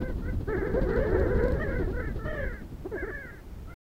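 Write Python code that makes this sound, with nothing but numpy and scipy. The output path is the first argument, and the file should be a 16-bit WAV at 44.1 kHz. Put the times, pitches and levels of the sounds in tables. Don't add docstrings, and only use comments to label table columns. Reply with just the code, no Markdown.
import sys
import numpy as np
from scipy import signal
from scipy.fft import rfft, irfft
from scipy.io import wavfile

SR = 44100
rng = np.random.default_rng(int(sys.argv[2]) if len(sys.argv) > 2 else 0)


def wav_record(signal):
    frames = np.transpose(np.atleast_2d(signal))
    bounded = np.clip(frames, -1, 1)
    quanta = np.round(bounded * 32767).astype(np.int16)
    wavfile.write(sys.argv[1], SR, quanta)


N = 176400

# start_s, length_s, first_hz, top_hz, last_hz, throat_db, nasal_db
CLUCKS = [ (.472, 0.091, 357, 446, 315, -32, -40), (.55, 0.088, 341.6, 421.3, 329.5, -35, -43),
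          (.61, 0.079, 298.4, 432.3, 379, -35, -42), (.735, .068, 421, 539, 540, -27, -48),
          (.96, 0.11, 466.4, 606.5, 580, -36.5, -44.5), (1.14, 0.035, 442, 449.6, 402, -24.5, -41.5),
          (1.395, 0.089, 424, 499, 490.6, -30.5, -46.5), (1.465, 0.12, 514.6, 536, 341.5, -36.5, -55),
          (1.78, 0.06, 410, 408.5, 276, -36, -54), (1.865, 0.0485, 274, 412, 412.5, -36.5, -55),
          (2.845, 0.037, 250, 421, 422, -35, -65), (2.912, 0.063, 465, 463, 276.5, -34, -52.5),
          (3.018, 0.0433, 260, 424, 427, -36, -52), (3.06, 0.054, 402, 455, 281, -38, -43)]
# start_s, length_s, first_hz, top_hz, last_hz, throat_db, nasal_db
CRIES = [ (0, 0.14, 495, 518.4, 465, -42.5, -48.5), (.218, 0.11, 450, 501, 497, -46.5, -45.5),
         (1.595, 0.073, 601, 619, 543, -35, -34), (1.66, .22, 547.5, 545, 402.8, -40.5, -45),
         (1.69, 0.1, 439, 498.4, 495, -40.5, -40), (1.924, .11, 466, 499, 500.3, -40, -40.5),
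         (1.988, .145, 421.6, 444.6, 365, -48, -45.5), (2.186, 0.31, 434.5, 453.5, 359, -47.5, -46),
         (2.25, 0.22, 603, 619, 471, -35, -44), (2.343, .21, 586.7, 591.2, 416, -45.5, -40),
         (2.525, 0.11, 415, 411, 325, -64.5, -50.5), (2.95, 0.13, 512, 559, 364, -49, -39.5),
         (3.108, .215, 570, 573, 427.5, -54.5, -42.5), (3.29, 0.13, 417.5, 418, 311, -67, -54.5),
         (3.67, 0.087, 632, 701, 748, -54, -50.5)]
CLUCK_STYLE = dict(attack_s=0.013, release_s=0.0094, fade_db=-0.5, quaver=0.019, fall=1.6, rasp=0.26)
CRY_STYLE = dict(attack_s=0.0065, release_s=0.033, fade_db=-9.5, quaver=0.026, fall=1.7, rasp=0.18)
# frequency_hz, gain_db
THROAT_TONE = [(200, 4), (560, 0), (720, -13.5), (1050, -19.5), (2200, -57)]
# frequency_hz, gain_db
NASAL_TONE = [(1050, -35.5), (1380, -3.5), (1740, -0.5), (2120, -9.5), (2550, -41), (5000, -49.5)]
# time_s, level_db
FLOCK_LEVELS = [(.55, -45.5), (.78, -38.5), (.88, -35), (1.2, -34.5), (1.45, -38), (1.72, -51.5)]
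# time_s, level_db
WING_LEVELS = [(0, -39), (.5, -40), (1.0, -31), (1.7, -32.5), (2.3, -38), (3.2, -52)]
# frequency_hz, gain_db
WING_TONE = [(50, 0.5), (130, 2), (330, 2), (700, -17), (2700, -36.5), (4300, -35.5), (9000, -69)]
# start_s, gain_db
WING_CLAPS = [(0.7176, -45), (0.831, -39), (0.935, -41), (0.9615, -38), (1.1036, -41), (1.1973, -39),
              (1.4371, -36.5), (1.4822, -35.5), (1.5205, -35)]
# frequency_hz, gain_db
CLICK_TONE = [(2500, -12.5), (4300, 17), (6000, -5), (7200, 4), (9000, -6.5)]
# time_s, level_db
WIND_LEVELS = [(0, -36), (.3, -29.5), (.55, -35), (.9, -30.5), (1.32, -25), (1.6, -30.5), (2.3, -35),
               (2.85, -40.5), (3.4, -46), (3.55, -41.5)]
# frequency_hz, gain_db
WIND_TONE = [(10, -7), (35, 3), (75, -0.5), (300, -22.5), (1500, -70.5)]
# frequency_hz, gain_db
HISS_TONE = [(200, 2), (900, -12), (3000, -24), (10000, -32.5), (15500, -28.5)]


def bird_call(length_s, first_hz, top_hz, last_hz, throat_db, nasal_db,
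              attack_s, release_s, fade_db, quaver, fall, rasp):
    quaver_hz, strain_above_hz, ring_hz = 32.02, 597, 2980
    t = np.arange(0, length_s, 1 / SR)
    progress, n = t / length_s, len(t)
    up, down = (abs(top_hz - first_hz) + 1) ** .6, (abs(top_hz - last_hz) + 1) ** .6
    top_at = up / (up + down)
    hz = top_hz + (first_hz - top_hz) * np.maximum(1 - progress / top_at, 0) ** 1.572
    hz += (last_hz - top_hz) * np.maximum((progress - top_at) / (1 - top_at), 0) ** fall
    shake = np.sin(2 * np.pi * (quaver_hz * t + rng.random()) + wander(n, 21.2))
    hz *= 1 + quaver * shake + 0.01 * wander(n, 170)
    phase = 2 * np.pi * np.cumsum(hz) / SR
    strain = amp(throat_db - 26.5) / (1 + np.exp((strain_above_hz - top_hz) / 10))
    beak = 0.83 + 0.17 * np.minimum(progress / top_at, 1)
    voice = np.zeros(n)
    for k in range(1, 11):
        throat = amp(throat_db) * tone_gain(THROAT_TONE, k * hz)
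        nasal = amp(nasal_db) * beak ** 2 * tone_gain(NASAL_TONE, k * hz / beak)
        ring = strain * np.exp(-(10 * np.log(k * hz / ring_hz)) ** 2 / 2)
        roughness = rasp * wander(n, 150) * np.cos(k * phase + 2 * np.pi * rng.random())
        voice += (throat + nasal + ring) * (np.cos(k * phase) + roughness)
    from_top = abs(progress - top_at)
    loudness = np.minimum(t / attack_s, 1) * np.minimum((length_s - t) / release_s, 1)
    loudness *= amp(fade_db * (from_top - from_top.mean()))
    return np.sqrt(2) * voice * loudness * (1 + .2 * shake)


def leading_birds():
    out = np.zeros(N)
    for calls, style in ((CLUCKS, CLUCK_STYLE), (CRIES, CRY_STYLE)):
        for start_s, *call in calls:
            add(out, start_s, bird_call(*call, **style))
    return out


def flock(calls=42):
    out = np.zeros(N)
    slots_s, gap_s = np.linspace(FLOCK_LEVELS[0][0], FLOCK_LEVELS[-1][0], calls, retstep=True)
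    for slot_s in slots_s:
        start_s = slot_s + gap_s * rng.uniform(-0.46, .5)
        top_hz = rng.uniform(380, 560)
        first_hz, last_hz = top_hz * rng.uniform(0.65, 1, 2)
        throat_db = np.interp(start_s, *np.transpose(FLOCK_LEVELS))
        nasal_db = throat_db - 12 + 2 * rng.standard_normal()
        length_s = rng.uniform(0.0629, 0.15)
        add(out, start_s, bird_call(length_s, first_hz, top_hz, last_hz, throat_db, nasal_db, **CRY_STYLE))
    return out


def wing_flutter(birds=11, beats_per_s=12, stroke_s=0.024):
    power = np.zeros(N)
    for _ in range(birds):
        beats = np.cumsum(beats_per_s * (1 + 0.1099 * wander(N, 1))) / SR + rng.random()
        age = (beats % 1) / beats_per_s / stroke_s
        puffs = age * np.exp(-2 * age) * amp(6.75 * wander(N, 1.66))
        power += puffs ** 2
    air = np.sqrt(power) * rng.standard_normal(N)
    return normalise(shape_tone(air, WING_TONE)) * level_curve(WING_LEVELS)


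def wing_claps(click_s=0.0022, thump_hz=235):
    out, t = np.zeros(N), np.arange(1024) / SR
    thump = np.sin(2 * np.pi * thump_hz * t) * np.exp(-t * thump_hz)
    for start_s, gain_db in WING_CLAPS:
        burst = rng.standard_normal(len(t)) * t * np.exp(-2 * t / click_s)
        click = shape_tone(burst, CLICK_TONE)
        add(out, start_s, amp(gain_db) * (amp(-7.5) * click / abs(click).max() + amp(14) * thump))
    return out


def bank_echo(sound, echo_db=-12.5, die_away_s=0.21):
    t = np.arange(SR // 2) / SR
    tail = rng.standard_normal(len(t)) * amp(-60 * t / die_away_s) * np.minimum(t / 0.0031, 1)
    return sound + amp(echo_db) * signal.fftconvolve(sound, tail / np.linalg.norm(tail))[:N]


def wind(gust_db=1.5):
    gusts = rng.standard_normal(N) * amp(gust_db * wander(N, 18))
    return normalise(shape_tone(gusts, WIND_TONE)) * level_curve(WIND_LEVELS)


def hiss(level_db=-51):
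    return amp(level_db) * normalise(shape_tone(rng.standard_normal(N), HISS_TONE))


def amp(db):
    return 10 ** (np.asarray(db) / 20)


def normalise(sound):
    return sound / np.sqrt(np.mean(sound ** 2) + 1e-20)


def tone_gain(tone, hz):
    table_hz, db = np.transpose(tone)
    return amp(np.interp(np.log(hz + 1), np.log(table_hz), db))


def level_curve(levels):
    return amp(np.interp(np.arange(N) / SR, *np.transpose(levels)))


def shape_tone(sound, tone):
    hz = np.fft.rfftfreq(len(sound), 1 / SR)
    return irfft(rfft(sound) * tone_gain(tone, hz), len(sound))


def wander(samples, rate_hz):
    span = max(samples, 16384)
    hz = np.fft.rfftfreq(span, 1 / SR)
    spectrum = rfft(rng.standard_normal(span)) / (1 + (hz / rate_hz) ** 4)
    return normalise(irfft(spectrum, span))[:samples]


def add(mix, start_s, sound):
    part = mix[max(0, round(start_s * SR)):][:len(sound)]
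    part += sound[:len(part)]


def scene():
    birds = bank_echo(leading_birds() + flock() + wing_claps())
    return (birds + wing_flutter() + wind() + hiss())[None]


def record(dry, stop_s=3.742, treble_limit_hz=15800):
    t = np.arange(N) / SR
    ramp = np.clip(np.minimum(t, stop_s + .003 - t) / .006, 0, 1)
    fade = np.sin(np.pi / 2 * ramp) ** 2
    low_pass = signal.firwin(1023, treble_limit_hz, window=("kaiser", 9), fs=SR)
    return signal.oaconvolve(dry * fade, low_pass[None], "same")


dry = scene()
out = record(dry)
wav_record(out)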